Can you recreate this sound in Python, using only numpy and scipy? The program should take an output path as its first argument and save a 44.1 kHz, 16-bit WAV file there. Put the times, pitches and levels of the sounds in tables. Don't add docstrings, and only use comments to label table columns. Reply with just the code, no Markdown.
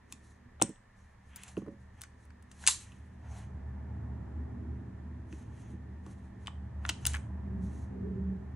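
import sys
import numpy as np
from scipy import signal
from scipy.fft import rfft, irfft, next_fast_len
from scipy.io import wavfile
from scipy.ndimage import uniform_filter1d

SR = 44100
rng = np.random.default_rng(int(sys.argv[2]) if len(sys.argv) > 2 else 0)


def persist_wave(psi):
    counts = np.round(np.clip(psi, -1, 1) * 32767).astype(np.int16)
    wavfile.write(sys.argv[1], SR, np.atleast_2d(counts).T)


N = 377055

# start in seconds, bright level in dB, bright pitch in Hz, body level in dB,
# clack level in dB, level of the snap's side signal in dB, t60 in seconds.
PISTOL_CONTACTS = [(0.1205, -48, 6500, -62, -60, -60, 0.012),
                   (0.1242, -29.5, 7100, -41, -47.5, -39.5, 0.01),
                   (1.3596, -37.5, 11300, -67, -57, -34, 0.039), (1.3665, -48, 11200, -66, -49, -66, .029),
                   (1.4346, -38, 8200, -46, -64, -43, 0.01), (1.4797, -42, 7200, -56, -57, -63.5, 0.066),
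                   (1.5684, -56, 9350, -42.5, -41, -61, 0.0076), (1.617, -70, 5970, -82.5, -51, -75, 0.011),
                   (1.663, -70, 5970, -74, -48.5, -68, 0.012), (1.681, -70, 6020, -74, -48, -73, 0.011),
                   (2.0092, -46, 8070, -62, -51, -68, 0.045), (2.017, -30, 7950, -60, -43, -32.5, 0.0073),
                   (2.0354, -39, 6180, -51, -40.5, -54, 0.018), (2.253, -59, 8370, -76, -69.5, -57, 0.005),
                   (2.3043, -58, 4650, -64, -50.5, -80, 0.017),
                   (2.4245, -53, 9600, -63, -63.5, -56.5, 0.016), (2.5141, -45, 7370, -57, -51, -59, 0.031),
                   (2.6388, -46, 8250, -53.5, -35, -69, 0.012), (2.6654, -16, 6500, -24.5, -32, -56, 0.024),
                   (2.674, -5, 7500, -17.5, -21.5, -55, 0.014),
                   (2.6803, -11, 7370, -24.5, -28.5, -61, 0.023),
                   (2.6837, -15.5, 6570, -24.5, -24, -58, 0.026),
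                   (2.7101, -26, 7320, -33, -54.5, -63, 0.0082), (2.919, -61, 6800, -51, -58, -72.5, 0.034),
                   (5.3264, -51, 5500, -45, -47, -75, 0.0074), (6.0633, -53.5, 5837, -56.5, -47, -67, 0.02),
                   (6.4615, -56.5, 6000, -48, -57, -74, 0.012), (6.4712, -37, 6160, -27, -51, -56, 0.0083),
                   (6.4791, -57, 6680, -57, -32, -70, 0.0068), (6.851, -51, 5300, -33, -24.5, -60, 0.0092),
                   (6.863, -38, 6250, -59.5, -59, -63.5, 0.012),
                   (6.884, -46.5, 7500, -41, -66.5, -63.5, 0.035),
                   (6.8911, -20.5, 6740, -24.5, -25.5, -37.5, 0.0052),
                   (6.8942, -19.5, 6200, -20.5, -27, -28.5, 0.007),
                   (6.8975, -30.5, 7950, -22, -38, -38, 0.011), (7.0531, -20, 8850, -24, -39, -38, 0.0086),
                   (7.0648, -18.5, 8900, -34.5, -33, -16.5, 0.011),
                   (7.0686, -13.5, 7220, -23, -41, -13.5, 0.0074),
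                   (7.0707, -17.5, 7160, -30.5, -34, -37.5, 0.0032),
                   (7.134, -32.5, 7800, -44, -41, -67, 0.028), (7.1412, -45, 8510, -39, -28, -67, 0.02),
                   (7.1485, -35.5, 8430, -40, -30, -42, 0.018), (7.1575, -51, 7670, -39, -33, -55, 0.022),
                   (7.168, -41.5, 6160, -50, -36, -46, 0.0073)]
TOOL_CONTACTS = [(0.5978, -63, 6240, -52.5, -40.5, -82, 0.034),
                 (0.6077, -62, 8550, -51.5, -64.5, -79, 0.0085),
                 (0.6142, -24, 8300, -63, -47, -56.5, 0.0088), (0.616, -33, 7400, -23, -42, -57, 0.004),
                 (0.617, -59, 7400, -60.5, -15, -70.5, 0.012),
                 (0.6228, -4, 8090, -29, -49.5, -17.5, 0.0026),
                 (0.6283, -22, 8740, -50.5, -44, -42.5, 0.003), (0.636, -35.5, 8600, -56, -60, -61, 0.02),
                 (0.692, -43, 9400, -68, -66, -65, 0.02), (0.7585, -76, 6000, -55, -72, -83, 0.0064)]
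# frequency in Hz, relative level in dB, t60 in seconds.
PISTOL_MODES = [(2920, -9, 0.26), (3666, -7.5, 0.11), (3840, -6.5, 0.16), (4192, -10, 0.24),
                (4900, -8, 0.23), (4446, -7.5, 0.2), (5150, -6.5, 0.18), (6320, -3.5, 0.2),
                (6800, -6.5, 0.3), (6800, -10.5, 0.55), (7540, -4.5, 0.2606), (8090, -3, 0.24),
                (9100, -8, 0.34), (10695, -18.5, 0.41)]
TOOL_MODES = [(3644, -9.5, 0.1), (5600, -4, 0.15), (6770, -7, 0.08), (7240, -3, 0.078), (8370, 0.5, 0.1),
              (8730, 3.5, 0.18), (10960, -9, 0.0993), (10700, -8.5, 0.16)]
TABLE_MODES = [(122, -1, 0.069), (197.4, 2.5, 0.13), (250, 4.5, 0.077), (309, 9, 0.065), (419.7, 0, 0.076),
               (556, -7.5, 0.2), (950, -15.5, 0.04), (1200, -7.5, 0.04)]
# time in seconds, body pitch in Hz, clack pitch in Hz.
PISTOL_TONES = [(1.57, 2676, 1103), (1.69, 2810, 1053), (2.0, 2790, 1504), (2.64, 2770, 1570),
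                (2.669, 2680, 1517), (2.677, 2690, 1803), (2.683, 2666, 1150), (5.33, 2500, 1090),
                (6.47, 3100, 1167), (6.849, 2500, 1420), (6.881, 3450, 920), (6.897, 3070, 1420),
                (7.051, 2840, 1410), (7.066, 3500, 1490), (7.13, 2820, 1546)]
TOOL_TONES = [(0.6, 3016, 771.5)]
# start in seconds, peak in dB, hardness in Hz.
TABLE_KNOCKS = [(0.124, -52, 203), (0.616, -23.5, 370), (0.634, -29, 209), (0.663, -46, 218),
                (0.68, -41.5, 218), (0.692, -38, 310), (0.706, -53, 202), (1.571, -25.5, 284),
                (1.617, -34.5, 280), (1.661, -43, 313), (1.675, -35, 249), (1.709, -44, 210),
                (1.729, -51, 238), (5.327, -37, 243), (5.735, -39.5, 204.4), (6.066, -43.5, 330),
                (6.849, -47, 757), (6.892, -40, 750), (7.053, -47, 750), (7.068, -48, 750)]
# start and length in seconds, then treble, middle and scuff levels in dB.
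RUB_STROKES = [(0.115, 0.015, -69, -72, -88), (0.247, 0.078, -68.5, -89, -97), (0.99, 0.026, -75, -84, -92),
               (1.03, 0.092, -84, -106, -103), (1.24, 0.059, -79, -90, -94), (1.33, 0.018, -85, -66, -87),
               (1.38, 0.039, -61.5, -59.5, -94), (1.47, 0.023, -60.5, -64.5, -64),
               (1.71, 0.018, -81, -94, -87), (1.81, 0.025, -78.5, -97, -97), (1.98, 0.036, -74, -73, -70),
               (2.2, 0.051, -75.5, -99, -94), (2.51, 0.052, -73.5, -78, -85), (2.57, 0.046, -79, -90, -87),
               (2.63, 0.069, -55.5, -59.5, -60), (3.25, 0.022, -85, -90, -61.5),
               (3.32, 0.12, -63.5, -67.5, -59.5), (5.32, 0.037, -69, -72.5, -81),
               (5.39, 0.034, -73, -76.5, -82), (5.46, 0.021, -81.5, -84, -87),
               (5.54, 0.18, -69.5, -71.5, -88), (6.065, 0.061, -71, -77, -67.5),
               (6.2, 0.074, -78.5, -90.5, -73), (6.41, 0.055, -76.5, -83.5, -68.5),
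               (6.85, 0.03, -70, -68, -58.5), (7.03, 0.057, -66, -65.5, -66), (7.085, 0.032, -53, -58, -67),
               (7.14, 0.01, -70, -69, -62), (7.63, .21, -67.5, -76, -85.5)]
# start in seconds, treble and middle levels in dB, t60 in seconds.
PART_SHIVERS = [(0.628, -60.5, -51.5, 0.22), (1.575, -65, -68, 0.19), (2.045, -79, -64, 0.066),
                (2.689, -29, -47, 0.24), (2.8, -66.5, -64.5, 1)]
# time in seconds, boom level in dB, roar level in dB.
TRAFFIC_LEVELS = [(0.0, -61.5, -65), (0.62, -61, -68), (0.9, -65, -76.5), (1.76, -54.5, -68.5),
                  (2.07, -60, -69), (2.93, -55, -64), (3.5, -45, -58.5), (3.88, -41.5, -54),
                  (4.71, -42.5, -48), (4.98, -46.5, -55.5), (5.67, -46.5, -55), (6.24, -50, -58.5),
                  (6.64, -45, -59), (7.19, -41, -56), (7.95, -42, -52), (8.12, -41.5, -49),
                  (8.31, -42.5, -60), (8.55, -45.5, -54.5)]
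# start and length in seconds, drone and whine levels in dB.
ENGINE_PULLS = [(5.75, 0.61, -61.5, -81.5), (7.5, 0.2, -40, -57.5), (7.95, 0.24, -46, -49),
                (8.15, 0.13, -50, -64), (8.3, 0.087, -46.5, -55)]
# centre in Hz, width in Hz, relative weight in dB.
SLIDE_BANDS = [(1090, 310, -14.5), (2925, 250, -11.5), (3770, 550, -8.5), (4550, 400, -4.5),
               (6722, 341, -7), (7354, 300, -1), (8300, 250, -2), (8800, 400, -5.5)]
MAT_BANDS = [(770, 520, 4.5), (1300, 1000, -5.5)]
BOOM_BANDS = [(73.4, 13.9, 5.5), (107.1, 33.4, 1)]
DRONE_BANDS = [(191.1, 26, 0)]
ROAR_BANDS = [(241.15, 24, -4), (330.5, 37, -12)]
WHINE_BANDS = [(389, 53, 4), (430, 177, -20.5)]
TYRE_BANDS = [(783, 630, -1), (677, 60, -3), (1110, 2100, -11.5)]
SKIN_BAND = [(6250, 1100, 0)]
BLADE_BAND = [(1770, 108.4, 0)]
# frequency in Hz, relative level in dB.
RUSTLE_SPECTRUM = [(2350, -32), (4000, -7.5), (4900, -15), (6300, -8.5), (7370, -8.5), (8600, -9.5),
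                   (10500, -10.5)]
SCRAPE_SPECTRUM = [(410, -34), (700, -10.5), (1530, -3.5), (2210, -3), (2830, -4.5), (3290, -5),
                   (5000, -47), (6500, -46.5), (11000, -120)]
FAN_SPECTRUM = [(260, -33), (450, -3), (706, -6), (976, -2), (1490, -8), (1810, 1), (2090, -8), (2730, -16),
                (4920, -26), (6620, -24.5), (10500, -32)]
ECHO_SPECTRUM = [(290, -61.5), (500, -28), (1120, -11), (1590, -17), (3500, -13.5), (4900, -14.5),
                 (5980, -13.5), (8500, -14), (10500, -14.5)]
# frequency in Hz, side minus mid in dB.
STEREO_WIDTH = [(60, -24.5), (110, -27), (200, -16), (380, -4.5), (700, 0), (1290, -7), (2380, -9.5),
                (4400, 3), (8120, -2), (15000, 14)]
# frequency in Hz, left minus right in dB.
STEREO_BALANCE = [(60, -0.5), (110, -0.5), (200, -2.0), (380, -2.5), (700, -3.0), (1290, -1.5), (2380, 0.0),
                  (4400, 0.5), (8120, 0.0), (15000, 0.0)]

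TREBLE_EDGE_HZ = 12000


def steel_clicks(contacts, modes, tones, clack_t60_ratio, pan_db, sustain_db, crack_width, lag_samples):
    out, t = np.zeros((2, N)), np.arange(SR // 5) / SR
    hz, db, free_t60_s = np.transpose(modes)[..., None]
    tone_times_s, body_hz, clack_hz = np.transpose(tones)
    lowpass = signal.cheby2(8, 40, 12100, fs=SR, output="sos")
    snap_highpass = signal.cheby2(14, 80, 11400, "high", fs=SR, output="sos")
    rise_s, snap_mid_to_side = 0.0004, 70
    onset = np.clip(t / rise_s, 0, 1) ** 2

    def rough_tone(pitch_hz, width_ratio, t60_s, sustain=0):
        rough = resonate_twice(rng.standard_normal(len(t)), [(pitch_hz, width_ratio * pitch_hz, 0)])
        pure = .4 * np.sin(2 * np.pi * pitch_hz * t)
        rise = np.clip(t / max(rise_s, 1.4 / pitch_hz), 0, 1) ** 2
        tail = sustain * pure * decay(t, t60_s=.08)
        return peak_one(rise * ((pure + .5 * rough) * decay(t, t60_s) + tail))

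    for start_s, bright_db, bright_hz, body_db, clack_db, snap_db, t60_s in contacts:
        strength = from_db(db - 2.2 * np.log2(hz / bright_hz) ** 2 + rng.standard_normal(hz.shape))
        phase_cycles = .3 * rng.random(hz.shape)
        envelope = onset * (decay(t, t60_s) + from_db(sustain_db) * decay(t, free_t60_s))
        ring = (strength * np.sin(2 * np.pi * (hz * t + phase_cycles)) * envelope).sum(axis=0)
        crack = rough_tone(bright_hz, crack_width, t60_s)
        bright = from_db(bright_db) * peak_one(peak_one(ring) + 1.7 * crack)
        body = from_db(body_db) * rough_tone(np.interp(start_s, tone_times_s, body_hz), .33, t60_s)
        clack = from_db(clack_db) * rough_tone(np.interp(start_s, tone_times_s, clack_hz), .75,
                                               clack_t60_ratio * t60_s, sustain=from_db(-28))
        left = np.roll(bright + body, 1) + np.roll(clack, lag_samples)
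        right = bright + body + clack
        stereo = signal.sosfilt(lowpass, [left, right]) * from_db([[pan_db / 2], [-pan_db / 2]])
        snap = signal.sosfilt(snap_highpass, uniform_filter1d(rng.standard_normal(len(t)), size=2))
        snap = from_db(snap_db) * peak_one(snap * onset * decay(t, 1.2 * t60_s))
        add(out, start_s, stereo + snap * (snap_mid_to_side + np.array([[1], [-1]])))
    return butterworth(out, 3, 500, "high")


def tool_drop(dip_hz=4875, dip_width_hz=1000, dip_depth=0.66):
    rattle = steel_clicks(TOOL_CONTACTS, TOOL_MODES, TOOL_TONES, clack_t60_ratio=0.93,
                          pan_db=2.5, sustain_db=-41, crack_width=.4, lag_samples=12)
    band = signal.lfilter(*signal.iirpeak(dip_hz, dip_hz / dip_width_hz, SR), rattle)
    return rattle - dip_depth * band


def table_knocks(rise_s=0.0066):
    out, t = np.zeros(N), np.arange(SR // 3) / SR
    hz, db, t60_s = np.transpose(TABLE_MODES)[..., None]
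    for start_s, peak_db, hard_hz in TABLE_KNOCKS:
        strength = from_db(db + 3 * rng.standard_normal(hz.shape)) / (1 + (hz / (1.7 * hard_hz)) ** 4)
        wood = (strength * np.sin(2 * np.pi * hz * t) * decay(t, t60_s)).sum(axis=0)
        thud = butterworth(rng.standard_normal(len(t)), 3, [120, 1.54 * hard_hz], "band")
        knock = peak_one(wood) + 0.41 * rms_one(thud) * decay(t, t60_s=0.041)
        add(out, start_s, from_db(peak_db) * peak_one(knock * np.clip(t / rise_s, 0, 1)))
    return out * from_db([[-1.5], [1.5]])


def rubbing(ring_knee_db=-56):
    *stroke_gains, scuff_gain = swells(RUB_STROKES, rise_db_per_s=350, fall_db_per_s=279.5)
    treble_gain, middle_gain = uniform_filter1d(stroke_gains + shivers(), size=200)
    noise = rng.standard_normal((4, 1, N)) + 0.05 * rng.standard_normal((4, 2, N))
    ring_share = 0.57 * treble_gain / (treble_gain + from_db(ring_knee_db))
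    ring = ring_share * resonate_twice(noise[2], SLIDE_BANDS)
    flicker = from_db(1.2 * drift(40) + 2.5 * drift(12))
    rustle = np.sqrt(1 - ring_share ** 2) * flicker * rms_one(colour(noise[0], RUSTLE_SPECTRUM))
    skin = .45 * from_db(2.5 * drift(8)) * (1 - ring_share) * noise_bands(noise[1], SKIN_BAND)
    scrape = rms_one(colour(noise[1], SCRAPE_SPECTRUM))
    scuff = noise_bands(noise[3], MAT_BANDS)
    return treble_gain * (rustle + skin + ring) + middle_gain * scrape + scuff_gain * scuff


def shivers():
    out, t = np.zeros((2, N)), np.arange(SR // 2) / SR
    for start_s, treble_db, middle_db, t60_s in PART_SHIVERS:
        add(out, start_s, from_db([[treble_db], [middle_db]]) * decay(t, t60_s))
    return out


def room_echoes(x, room_t60_s=.3, table_t60_s=0.036, rise_s=0.0086):
    t = np.arange(int(.6 * SR)) / SR
    noise = rng.standard_normal(len(t)) + 1.2 * rng.standard_normal((2, len(t)))
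    fall = decay(t, room_t60_s) + from_db(12.5) * decay(t, table_t60_s)
    response = colour(noise, ECHO_SPECTRUM) * fall * np.clip(t / rise_s, 0, 1)
    response = signal.sosfilt(signal.cheby2(12, 70, TREBLE_EDGE_HZ, fs=SR, output="sos"), response)
    response /= np.sqrt(np.sum(response ** 2) / 2)
    return signal.fftconvolve(x.mean(axis=0)[None], response, axes=1)[:, :N]


def traffic():
    noise = butterworth(wide_noise(), 4, [52, 1500], "band")
    times_s, *levels_db = np.transpose(TRAFFIC_LEVELS)
    boom_db, roar_db = (np.interp(np.arange(N) / SR, times_s, db) for db in levels_db)
    drone_gain, whine_gain = swells(ENGINE_PULLS, rise_db_per_s=146.5, fall_db_per_s=117)
    drone_gain += from_db(-60.5 + 0.73 * (boom_db - boom_db.mean()))
    whine_gain += from_db(-68 + 0.91 * (roar_db - roar_db.mean()))
    tyre_gain = from_db(-17.5) * uniform_filter1d(from_db(boom_db), size=SR // 2)
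    boom = from_db(boom_db) * humming_modes(noise, BOOM_BANDS)
    drone = drone_gain * humming_modes(noise, DRONE_BANDS)
    roar = from_db(roar_db) * noise_bands(noise, ROAR_BANDS)
    whine = whine_gain * noise_bands(noise, WHINE_BANDS)
    return boom + drone + roar + whine + tyre_gain * noise_bands(noise, TYRE_BANDS)


def humming_modes(noise, bands, waver_hz=1.167):
    hum_hz = bands[0][0] + waver_hz * drift(3)
    return noise_bands(noise, bands) + 1.114 * np.sin(2 * np.pi * np.cumsum(hum_hz) / SR)


def fan(air_db=-67, whirr_db=-78):
    air = from_db(air_db) * rms_one(colour(wide_noise(), FAN_SPECTRUM))
    return air + from_db(whirr_db) * resonate_twice(wide_noise(), BLADE_BAND)


def building_rumble(level_db=-67.5):
    return from_db(level_db) * rms_one(butterworth(rng.standard_normal(N), 2, [18, 55], "band"))


def wide_noise():
    mid, side = rng.standard_normal(N), colour(rng.standard_normal(N), STEREO_WIDTH)
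    left_tilt = np.array(STEREO_BALANCE) * [1, .5]
    return np.array([colour(mid + side, left_tilt), colour(mid - side, left_tilt * [1, -1])])


def swells(rows, rise_db_per_s, fall_db_per_s, sag_db_per_s=44):
    t, out = np.arange(N) / SR, np.zeros((len(rows[0]) - 2, N))
    for start_s, length_s, *db in rows:
        drop_db = rise_db_per_s * np.clip(start_s - t, 0, None)
        drop_db += fall_db_per_s * np.clip(t - start_s - length_s, 0, None)
        drop_db += sag_db_per_s * np.clip(abs(t - start_s - length_s / 2), 0, length_s / 2)
        active = drop_db < 60
        out[:, active] += from_db(np.array(db)[:, None] - drop_db[active])
    return out


def drift(rate_hz):
    step, warmup = 40, 2000
    pole = np.exp(-2 * np.pi * rate_hz * step / SR)
    noise = rng.standard_normal(N // step + warmup + 2)
    slow = signal.lfilter([1], [1, -2 * pole, pole ** 2], noise)[warmup:]
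    return np.interp(np.arange(N) / step, np.arange(len(slow)), rms_one(slow))


def resonate(x, bands):
    out = 0
    for k, (hz, width_hz, db) in enumerate(bands):
        radius = np.exp(-np.pi * width_hz / SR)
        b = np.array([1, 0, -1]) * (1 - radius ** 2) / 2
        a = [1, -2 * radius * np.cos(2 * np.pi * hz / SR), radius ** 2]
        out = out + (-1) ** k * from_db(db) * signal.lfilter(b, a, x)
    return rms_one(out)


def resonate_twice(x, bands):
    return resonate(resonate(x, bands), bands)


def noise_bands(noise, bands):
    return rms_one(sum(from_db(db) * np.sqrt(width_hz) * resonate_twice(noise, [(hz, width_hz, 0)])
                       for hz, width_hz, db in bands))


def colour(x, spectrum):
    size = next_fast_len(x.shape[-1])
    hz, db = np.transpose(spectrum)
    bins_hz = np.clip(np.arange(size // 2 + 1) * SR / size, 1, 10500)
    gain = from_db(np.interp(np.log(bins_hz), np.log(hz), db))
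    return irfft(rfft(x, size) * gain, size)[..., :x.shape[-1]]


def butterworth(x, order, edges_hz, kind):
    return signal.sosfilt(signal.butter(order, edges_hz, kind, fs=SR, output="sos"), x)


def add(out, start_s, sound):
    i = round(start_s * SR)
    out[..., i:i + sound.shape[-1]] += sound[..., :N - i]


def decay(t, t60_s):
    return from_db(-60 * t / t60_s)


def from_db(db):
    return 10 ** (np.asarray(db) / 20)


def rms_one(x):
    return x / np.sqrt(np.mean(x ** 2) + 1e-20)


def peak_one(x):
    return x / np.abs(x).max()


def scene():
    pistol = steel_clicks(PISTOL_CONTACTS, PISTOL_MODES, PISTOL_TONES, clack_t60_ratio=1.3,
                          pan_db=1.5, sustain_db=-43, crack_width=1.0, lag_samples=4)
    tool = tool_drop()
    handling = pistol + table_knocks() + rubbing()
    echoes = from_db(-13) * room_echoes(handling + from_db(-7) * tool)
    return handling + tool + echoes + traffic() + fan() + building_rumble()


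def record(dry, mid_leak_db=-48, cutoff_hz=16800):
    mid, side = (dry[0] + dry[1]) / 2, (dry[0] - dry[1]) / 2
    dulled = signal.sosfiltfilt(signal.cheby2(12, 40, TREBLE_EDGE_HZ, fs=SR, output="sos"), mid)
    mid = dulled + from_db(mid_leak_db) * (mid - dulled)
    lowpass = signal.cheby2(12, 70, cutoff_hz, fs=SR, output="sos")
    return signal.sosfilt(lowpass, np.array([mid + side, mid - side]))


dry = scene()
out = record(dry)
persist_wave(out)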